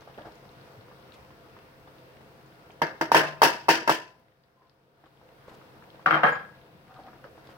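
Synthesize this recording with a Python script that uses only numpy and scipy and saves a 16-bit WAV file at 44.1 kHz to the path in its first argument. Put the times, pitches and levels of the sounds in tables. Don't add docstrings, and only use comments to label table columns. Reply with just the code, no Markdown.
import sys
import numpy as np
from scipy import signal
from scipy.fft import rfft, irfft, next_fast_len
from scipy.io import wavfile

SR = 44100
rng = np.random.default_rng(int(sys.argv[2]) if len(sys.argv) > 2 else 0)


def magnitude_from_level(level_db):
    exponent = np.asarray(level_db, float) / 20
    return 10 ** exponent


def unload_wav(signal):
    wavfile.write(
        sys.argv[1],
        SR,
        np.round(np.clip(np.atleast_2d(signal).T, -1, 1) * 32767).astype(np.int16),
    )


N = 333837


def rms_one(x):
    return x / np.sqrt(np.mean(x ** 2) + 1e-20)


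def at_hz(points, hz):
    table_hz, value = np.array(points).T
    return np.interp(np.log(hz + 1e-9), np.log(table_hz), value)


def drift(rate, size=N):
    knots = rng.standard_normal(400)
    return np.interp(np.arange(size) * rate / SR, np.arange(len(knots)), knots)


def ring(x, hz, t60):
    r, w = magnitude_from_level(-60 / (t60 * SR)), 2 * np.pi * hz / SR
    return signal.lfilter([0, np.sin(w)], [1, -2 * r * np.cos(w), r * r], x)


def add(out, s, sound):
    i = int(round(s * SR))
    out[:, i:i + sound.shape[-1]] += sound[..., :N - i]


# frequency in Hz, likeness from -1 to 1.
LIKENESS = [(60, 0.66), (180, 0.94), (550, 0.69), (1650, -0.1), (4970, -0.12), (15000, -0.15)]


def bands(spectrum, size):
    hz = np.fft.rfftfreq(size, 1 / SR)
    mid, side = rfft(rng.standard_normal((2, size)))
    alike = np.clip(at_hz(LIKENESS, hz), -1, 1)
    stereo = np.sqrt(1 + alike) * mid + np.sqrt(1 - alike) * side * [[1], [-1]]
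    both = magnitude_from_level(at_hz(spectrum, hz)) * stereo
    both = both / np.sqrt(2 * np.mean(np.abs(both) ** 2) / size)
    place = 2 * np.log2(hz / 20 + 1e-9)
    return [(20 * 2 ** (k / 2), irfft(both * np.clip(1 - np.abs(place - k), 0, 1), size))
            for k in range(21)]


def body_rings(modes, t):
    hz, level_db, t60 = np.array(modes).T[:, :, None]
    turn = rng.standard_normal((2, 2, len(modes), 1))
    phase = 2 * np.pi * hz * t + turn[0] * np.minimum((hz / 1100) ** 2, 3)
    twin = 0.46 * np.sin(phase + 2 * np.pi * .006 * hz * t * np.sign(turn[1, :1]) + turn[1])
    rings = magnitude_from_level(level_db - 60 * t / t60) * (np.sin(phase) + twin)
    waver = np.array([[drift(40 + .018 * f, size=2 * len(t)) for f in hz[:, 0]] for side in (0, 1)])
    share = np.clip(0.92 * np.minimum(hz / 3000, 1), 0, 1)
    swing = magnitude_from_level(1.2 * waver * np.minimum(hz / 1500, 1))
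    return rings, swing * (1 - share + 1.6 * share * waver[:, ::-1])


# frequency in Hz, t60 in seconds.
KITCHEN = [(100, 0.92), (260, 0.35), (700, 0.41), (1840, 0.39), (4850, 0.42), (12800, 0.25)]


def struck(hits, modes, tail, cycles, swell, modes_db, tail_db, grip, contact_s, crack_t60,
           dry, pan_db, lag_s, size):
    out, t = np.zeros((2, N)), np.arange(size) / SR
    rise = 1 - np.exp(-t / contact_s)
    centre, noise = zip(*bands(tail, 2 * size)[4:])
    centre, noise = np.array(centre)[:, None], np.array(noise)
    dying = magnitude_from_level(-60 * t / (dry * at_hz(KITCHEN, centre))) * (1 - np.exp(-t * centre))
    bright, air = (centre > 2400) & (centre < 6500), centre > 6500
    snap = magnitude_from_level(6.0 - 60 * t / crack_t60) * noise[11:, ::-1, :size].sum(axis=0)
    rings, broken = body_rings(modes, t)
    rattle = magnitude_from_level(2.5 * drift(180, size=2 * size))
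    mode_hz = np.array(modes)[:, 0]
    high, low = mode_hz > 2400, mode_hz < 450
    chance = rng.standard_normal((len(hits), 2, len(modes) + len(centre)))
    for (s, thud_db, hz, ring_db, treble_db, crack_db, weight_db), luck in zip(hits, chance):
        z, colour = np.split(luck, [len(modes)], axis=1)
        shape = (t * hz / cycles) ** swell * np.exp(-t * hz / cycles)
        thud = -np.sin(2 * np.pi * hz * t + 2.61) * shape / shape.max()
        late = np.interp(t - lag_s, t, thud, left=0)

        start = int(abs(colour[1, 0]) * SR) % size
        now = slice(start, start + size)
        strengths = magnitude_from_level(modes_db + 1.4 * z[:1] + 1.8 * z + treble_db * high + weight_db * low)
        ringing = np.einsum("cm,cmt,cmt->ct", strengths, rings, broken[..., now])

        sway = magnitude_from_level(2 * np.sin(2 * np.pi * (25 * t + z[0, 0])))
        tint = magnitude_from_level(1.5 * colour[0, :, None] + treble_db * bright + crack_db * air)
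        gains = tint * np.where(bright | air, rattle[now], sway)
        wash = np.einsum("bct,bt->ct", noise[..., now], gains * dying)
        wash = wash + magnitude_from_level(crack_db) * np.sign(colour[-1, -1]) * snap
        body = ringing + magnitude_from_level(tail_db) * wash

        held_db = grip * np.clip(-ring_db, 0, 12) * np.exp(-t / 0.025)
        add(out, s, magnitude_from_level(thud_db) * magnitude_from_level([[pan_db], [-pan_db]]) * [thud, late])
        add(out, s, magnitude_from_level(ring_db + held_db) * rise * body)
    no_bass = signal.butter(3, 120, "high", fs=SR, output="sos")
    return signal.sosfilt(no_bass, out)


def blows(rows, hz, treble_db, crack_db):
    return [(s, thud_db, hz * 2 ** (.005 * hard), ring_db, treble_db + 0.62 * hard,
             crack_db + 0.71 * hard, weight_db)
            for s, thud_db, ring_db, hard, weight_db in rows]


# start in seconds, thud in dB, ring in dB, hardness in dB, weight on the low modes in dB.
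KNOCKS = [(2.8175, -10, -9.5, -9, 3), (3.011, -14.5, -14, -3, 2), (3.1175, -2.5, -12.5, 1.8, -1),
          (3.1458, -2, 3.5, 2, -1.5), (3.172, -21, -11.5, -1.5, -4.5), (3.418, -1.5, -3, 3.5, -6),
          (3.431, -3, -3, 6.5, -6.5), (3.4335, -6.5, -26.5, -2, 0), (3.449, -14.5, -6.5, 2, -5.5),
          (3.684, -8, -15, 1, 3.5), (3.6893, -1, 0.5, 6, -6), (3.876, -13.5, -13.5, 0.5, -0.5),
          (3.8945, -2, -7.5, 4, -3), (3.9015, -6, -27.5, 2, 0), (3.9155, -12.5, -19.5, -4.5, 1.5)]
# frequency in Hz, level in dB, t60 in seconds.
PAN = [(160, -10.5, 0.13), (290.3, -7.5, 0.18), (325, -4, 0.31), (400, -18, 0.15), (515.4, -10.5, 0.17),
       (632, -6, 0.42), (717, -10.5, 0.37), (923, 3, 0.05), (928, -1.5, 0.31), (1003, -7, 0.26),
       (946, -6.5, 0.5), (1033, -11, 0.089), (1202, -4, 0.35), (1350, -9.5, 0.25), (1510, -1.5, 0.046),
       (1700, -8, 0.34), (1600, -15, 0.25), (1880, -12.5, 0.26), (2113, -9, 0.32), (2330, -15, 0.098),
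       (2643, -11.5, 0.42), (2820, -18, 0.25), (3100, -11, 0.18), (4700, -23.5, .25), (4470, -20.5, 0.25),
       (4820, -26.5, 0.47), (5500, -22.5, 0.2), (4940, -27, 0.33), (4860, -23, .25), (5206, -26, 0.29),
       (5740, -27, .23), (3316, -19.5, 0.22), (1760, -10.5, .28)]
# frequency in Hz, level in dB per Hz.
KNOCK_TAIL = [(60, -30), (240, -11), (320, -1.5), (640, -2), (920, -1.5), (1150, -9.5), (1700, 2),
              (2150, -11.5), (2900, -10.5), (3900, -20), (4900, -16), (5700, -19), (7200, -29),
              (14800, -25)]


def knocks():
    on_spoon = blows(KNOCKS[:2], 920, treble_db=-0.5, crack_db=-3)
    on_rim = blows(KNOCKS[2:], 920, treble_db=-1.22, crack_db=-1.45)
    return struck(on_spoon + on_rim, PAN, KNOCK_TAIL, cycles=0.26, swell=2.8, modes_db=-23.0,
                  tail_db=-15.5, grip=0.92, contact_s=0.0012, crack_t60=0.033, dry=0.93,
                  pan_db=-0.8, lag_s=-0.00021, size=24000)


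def settling():
    gaps_s = 0.023 * 0.81 ** np.arange(3)
    starts = 6.263 + np.cumsum(np.r_[0, gaps_s])
    return [(s, -28 - 7 * k, -9 - 20.5 * k, 5, 0) for k, s in enumerate(starts)]


# start in seconds, thud in dB, ring in dB, hardness in dB, weight on the low modes in dB.
ROCKING = [(6.0595, -5.5, -5.5, 6.5, -4.5), (6.0715, -12, -27, -12, 1), (6.0795, -18, -24, -13, -7),
           (6.0845, -19.5, -25, -9, -4), (6.0945, -22, -29, -4, -4), (6.1145, -21, -23, -7, -5),
           (6.1195, -22, -23, -2, -5), (6.131, -17.5, -22, -2, -5), (6.172, -18, -24, -5, -4),
           (6.2405, -15, -17.5, -6, 0), (6.245, -18, -20, -3, -1), (6.277, -23, -16.5, -2, 0),
           (6.1072, -7.5, -5, 4.5, -3.5), (6.1255, -9.5, -11.5, -4, 4.5), (6.141, -11, -9, 5.5, -11),
           (6.153, -13.5, -15, -8, -1), (6.165, -13.5, -14.5, -2.5, -5), (6.2325, -10.5, 1.5, -0.5, -10.5),
           (6.2365, -18, -10, -2, 4.5), (6.2045, -26, -34, -5.5, -2)]
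# frequency in Hz, level in dB, t60 in seconds.
COUNTER = [(152.5, -11, 0.31), (318, -7.5, 0.4), (486.7, -8.5, 0.42), (533, -21.5, 0.45), (738, -1, 0.1),
           (797, -5, 0.33), (862, -3, 0.27), (1230, -5, 0.35), (1096, -10, 0.25), (1247, -1.5, 0.12),
           (1490, -2, 0.094), (1540, -13, 0.11), (1590, 1.5, 0.2), (1630, -5, .2), (1650, -17, 0.57),
           (1855, -26.5, 0.24), (2040, -15, 0.37), (2460, -23, 0.17), (2370, -35, 0.22),
           (2790, -13.5, 0.14), (3130, -15, 0.17), (3360, -38, .25)]
# frequency in Hz, level in dB per Hz.
ROCK_TAIL = [(35, -73.5), (60, -43), (146, -11), (315, -14.5), (389, -11), (469, -5.5), (924, -1.5),
             (1620, 2), (1950, -5), (3190, -26), (6740, -47), (13600, -43.5), (16000, -66)]


def rocking():
    hits = blows([*ROCKING, *settling()], 1403, treble_db=2, crack_db=-7)
    return struck(hits, COUNTER, ROCK_TAIL, cycles=0.31, swell=12.8, modes_db=-24.0,
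                  tail_db=-15.0, grip=.4, contact_s=0.00092, crack_t60=0.022, dry=0.98,
                  pan_db=2.5, lag_s=0.00082, size=22000)


# start in seconds, frequency in Hz, level in dB, t60 in seconds.
GLASS = [(6.234, 1650, -17, .14), (6.236, 1648, -21, .45), (6.235, 1672, -28, .45), (6.235, 3170, -43, .47),
         (6.109, 3200, -46, .1), (6.143, 3200, -46, .08), (6.061, 13300, -52, .04),
         (6.108, 13300, -52, .05), (6.127, 13250, -55, .03), (6.126, 14200, -55, .03),
         (6.142, 13300, -54, .07), (6.16, 13350, -57, .05), (6.234, 13350, -51, .05),
         (6.255, 13300, -57, .04), (6.235, 10200, -58, .03), (6.287, 9500, -56, .09),
         (6.29, 12300, -58, .04), (6.31, 15600, -63, .2), (6.283, 14350, -61, .12),
         (6.288, 14050, -62, .14), (6.28, 13300, -64, .2), (6.289, 4950, -61, .3), (6.35, 4930, -66, .3),
         (6.323, 7020, -56, .15)]
# start in seconds, frequency in Hz, level in dB, t60 in seconds.
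CHIMES = [(2.818, 2080, -36, .18), (2.818, 2147, -36, .25), (2.819, 2330, -40.5, .18),
          (3.012, 2110, -39.5, .14), (3.146, 1042, -28.5, .5), (3.147, 643, -28, .49),
          (3.432, 971, -28, .38), (3.895, 1760, -32, .33), (3.2, 150, -40, .9), (6.06, 1166, -22.5, .14),
          (2.818, 700, -30, .15), (3.012, 690, -33, .18), (3.147, 4800, -39, .25), (3.147, 3150, -37, .25),
          (3.432, 2643, -35, .3), (3.432, 4760, -42, .36), (3.69, 3170, -38, .36), (3.69, 2640, -38, .36),
          (3.69, 4700, -40, .33), (3.895, 2643, -38, .28), (3.895, 1010, -33, .45), (3.895, 4790, -48, .34),
          (3.69, 326, -26, .3)]


def chimes():
    out, t = np.zeros((2, N)), np.arange(SR // 2) / SR
    for s, hz, level_db, t60 in [*GLASS, *CHIMES]:
        flutter = magnitude_from_level(3.5 * (hz > 8000) * drift(300.0, size=len(t)))
        tone = ring((t == 0) + 1e-18, hz, t60) * (1 - np.exp(-t / 0.0009))
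        add(out, s, magnitude_from_level(level_db - 2.6 * (hz > 6000)) * flutter * tone * magnitude_from_level([[3], [-3]]))
    return out


# start in seconds, peak in dB, frequency in Hz.
BUMPS = [(0.774, -32, 109), (1.185, -40, 68), (2.122, -54, 137), (2.425, -37, 142), (6.746, -37, 162),
         (2.829, -22, 152.4), (3.022, -26, 152), (3.434, -21, 151), (3.70, -26.5, 139), (3.9, -28, 151.3),
         (6.066, -28, 151), (6.242, -20.5, 151)]


def bumps():
    out, t = np.zeros((2, N)), np.arange(4000) / SR
    for s, peak_db, hz in BUMPS:
        push = np.sin(2 * np.pi * hz * t) * t * hz * np.exp(-1.1 * t * hz)
        no_rumble = signal.butter(3, 0.85 * hz, "high", fs=SR, output="sos")
        add(out, s, magnitude_from_level(peak_db - 2.0) * signal.sosfilt(no_rumble, push))
    return out


# start in seconds, thud in dB, thud pitch in Hz.
TOUCHES = [(0.075, -37, 670), (0.098, -41, 650), (0.177, -39, 494), (0.182, -31.5, 526), (0.214, -41, 560),
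           (0.25, -37, 724), (0.299, -49, 880), (0.883, -44, 1190), (0.914, -44, 900), (1.305, -44.5, 940),
           (1.566, -41, 1090), (1.875, -41.5, 820), (2.209, -46, 860), (2.699, -43, 770), (4.62, -52, 990),
           (5.039, -45.5, 811), (5.214, -47, 900), (5.482, -42, 526), (5.539, -47.5, 730),
           (5.615, -45, 1300), (5.751, -49.5, 1290), (5.824, -41, 1300), (5.945, -41, 596),
           (5.995, -41, 990), (6.997, -40, 750), (7.074, -38.5, 770), (7.132, -41, 1300), (6.909, -44, 800),
           (6.92, -45, 1400), (7.242, -34, 1350), (7.379, -40.5, 840), (7.491, -39, 860), (0.256, -39, 770),
           (0.271, -50, 704), (0.016, -53, 1210)]


def touches():
    soft = [(s, db, hz, db - 7, -3.5, -25, 1.1) for s, db, hz in TOUCHES]
    modes = [*PAN[2:7], *PAN[9:15], *PAN[16:17]]
    return struck(soft, modes, KNOCK_TAIL, cycles=0.75, swell=0.73, modes_db=-15.0,
                  tail_db=-10.5, grip=0.37, contact_s=0.0005, crack_t60=0.06, dry=0.88,
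                  pan_db=-1.0, lag_s=.0001, size=9000)


# start in seconds, length in seconds, frequency in Hz, width in Hz, level in dB.
SLIDES = [(0.0, .035, 900, 1200, -56), (0.175, .05, 570, 200, -47), (0.24, 0.06, 750, 380, -46.5),
          (1.115, 0.05, 3200, 3000, -62), (4.565, 0.13, 1030, 44, -67), (5.045, .03, 1000, 600, -58),
          (5.47, 0.08, 890, 550, -54), (5.475, .08, 3500, 4000, -62), (6.86, 0.29, 745, 24, -57),
          (6.84, 0.44, 1250, 220, -59.5), (6.986, .026, 760, 44, -46.5), (7.03, 0.07, 765, 28, -53),
          (7.236, 0.034, 520, 46, -48), (7.236, 0.037, 1270, 150, -52), (7.45, 0.096, 1500, 2200, -60)]


def slides():
    out = np.zeros((2, N))
    for s, length, hz, width, level_db in SLIDES:
        grip = magnitude_from_level(7.0 * (width > 45) * drift(77.5, size=20000))
        rub = grip * rng.standard_normal((2, 20000))
        rub = rub[:, :int(length * SR)] * [[1], [.4]]
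        hum = rms_one(ring(rub + rub[::-1], hz, 2.2 / width))
        add(out, s, magnitude_from_level(level_db) * hum * np.hanning(hum.shape[1]) ** 0.25)
    return out


# start in seconds, peak in dB, frequency in Hz.
TICKS = [(0.145, -48, 3100), (0.32, -51, 4300), (0.4916, -52, 3630), (0.8093, -49.5, 3680),
         (0.9437, -56, 3920), (1.1213, -43.5, 3450), (1.14, -48, 3040), (1.949, -63, 4430),
         (1.984, -49, 3500), (2.461, -59, 5720), (2.4874, -68, 3670), (2.7047, -43, 2560),
         (4.1971, -68, 14470), (4.437, -58.5, 4020), (4.696, -56.5, 4200), (4.483, -60.5, 1900),
         (6.966, -53.5, 3600), (7.216, -60, 3700), (5.058, -54, 3200), (5.4936, -50, 3450),
         (5.902, -47, 3600), (6.9441, -54.5, 3600), (7.472, -45, 3930), (0.008, -50, 4860),
         (0.097, -60, 3600), (0.177, -50, 2800), (0.219, -47, 3000), (0.354, -57, 5760), (0.515, -64, 5960),
         (0.6125, -55, 4030), (0.68, -60, 5000), (0.72, -65, 6500), (1.025, -52, 3640), (1.3054, -49, 2680),
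         (1.4975, -58, 2960), (1.878, -56, 3300), (2.1066, -54, 3270), (2.717, -56.5, 5500),
         (4.6705, -60, 3550), (4.837, -67, 3500), (4.89, -67.5, 3540), (5.041, -59.5, 3100),
         (5.1724, -55, 2920), (5.425, -58, 2670), (5.4757, -56, 2690), (5.611, -53, 2890),
         (5.9307, -54, 2700), (5.956, -49, 3200), (6.551, -50, 3560), (6.614, -49, 3190),
         (6.9633, -55, 3180), (7.036, -52, 3670), (7.1758, -58, 3000), (7.513, -52, 2650)]


def ticks():
    out, t = np.zeros((2, N)), np.arange(3000) / SR
    for s, peak_db, hz in TICKS:
        decay = np.exp(-t / 0.0011) + 0.13 * np.exp(-t / 0.039)
        puff = rng.standard_normal((2, len(t))) * decay
        wide = signal.butter(4, [hz / 1.3, min(hz * 1.25, 19000)], "band", fs=SR, output="sos")
        add(out, s, magnitude_from_level(peak_db + 7.5) * signal.sosfilt(wide, puff))
    return out


# start of sinking in seconds, depth in dB, sinking time in seconds, hold in seconds.
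DUCKS = [
    (3.701, 11.5, 0.62, 0.63),
    (6.523, 2, 0.22, 0.11),
]


def tone_db():
    t = np.arange(N) / SR
    easing = -50.5 - 0.45 * t.clip(0, 2.5)
    level = np.where(t < DUCKS[0][0], easing, -51.5)
    for s, depth_db, sink, hold in DUCKS:
        left_db = depth_db * (1 - 0.25)
        leap_s, recover_s = 0.047, left_db / 17
        corners = np.cumsum([s, sink, hold, leap_s, recover_s])
        level = level - np.interp(t, corners, [0, depth_db, depth_db, left_db, 0])
    return level


def simmer():
    pops_per_s, wash_s = 22.0, 0.0025
    born = (rng.random(N) < pops_per_s / SR) * magnitude_from_level(5.0 * np.minimum(rng.exponential(1, N), 3))
    wash = signal.lfilter([1], [1, -np.exp(-1 / (wash_s * SR))], born)
    band = signal.butter(3, [500, 3000], "band", fs=SR, output="sos")
    hiss = signal.sosfilt(band, rng.standard_normal((2, N)))
    return wash * hiss * magnitude_from_level(tone_db() - 4.5)


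# frequency in Hz, level in dB per Hz.
ROOM_TONE = [(13, -46), (22, -22), (36, -10), (136, -2), (242, -6), (302, -9), (510, -1), (602, -9),
             (690, -5.5), (771, -8.5), (1450, -12), (1760, -14.5), (5170, -26), (7000, -38.5),
             (16000, -29.5)]
# frequency in Hz, level in dB rms.
HUM = [(134.6, -65.5), (312.2, -69), (409.1, -83.5), (522.2, -70), (678.3, -69), (936.7, -74), (1297, -83),
       (1453, -72.5), (2702, -80.5), (15369, -98.5)]


def room_tone():
    together = drift(7.5)
    air = np.zeros((2, N))
    for hz, band in bands(ROOM_TONE, next_fast_len(N)):
        flicker_db = (together * (hz > 250) + 1.4 * drift(8.2)) * 0.95 * min(1, 1500 / hz) ** .4
        air = air + band[:, :N] * magnitude_from_level(flicker_db)
    t = np.arange(N) / SR
    for hz, level_db in HUM:
        phase = 2 * np.pi * (hz * t + .4 * drift(5.0))
        strength = magnitude_from_level(level_db + 55.0 + 0.78 * drift(2.7))
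        air = air + strength * np.sin(phase + [[0], [hz / 600]])
    return air * magnitude_from_level(tone_db())


def scene():
    contacts = knocks() + rocking() + touches() + bumps()
    return contacts + slides() + ticks() + chimes() + simmer() + room_tone()


def low_pass(x):
    return signal.sosfilt(signal.butter(12, 17000, fs=SR, output="sos"), x)


# frequency in Hz, left minus right in dB.
PORTS = [(60, -3), (110, 2.5), (200, 3.5), (380, -1.5), (700, 1), (1290, 3), (2380, -1.5), (4400, 6.5),
         (8120, 13.5), (15000, -5.5)]


def record(dry):
    size = next_fast_len(N)
    hz = np.fft.rfftfreq(size, 1 / SR)
    top_db = 55 * np.clip((hz - 15850) / 150, 0, 1)
    tilt = magnitude_from_level(at_hz(PORTS, hz) / 2 * np.array([[1], [-1]]) - top_db)
    ported = irfft(rfft(dry, size) * tilt, size)[:, :N]
    rounded = 1.334 * np.tanh(ported / 1.286)
    return low_pass(rounded)


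dry = scene()
out = record(dry)
unload_wav(out)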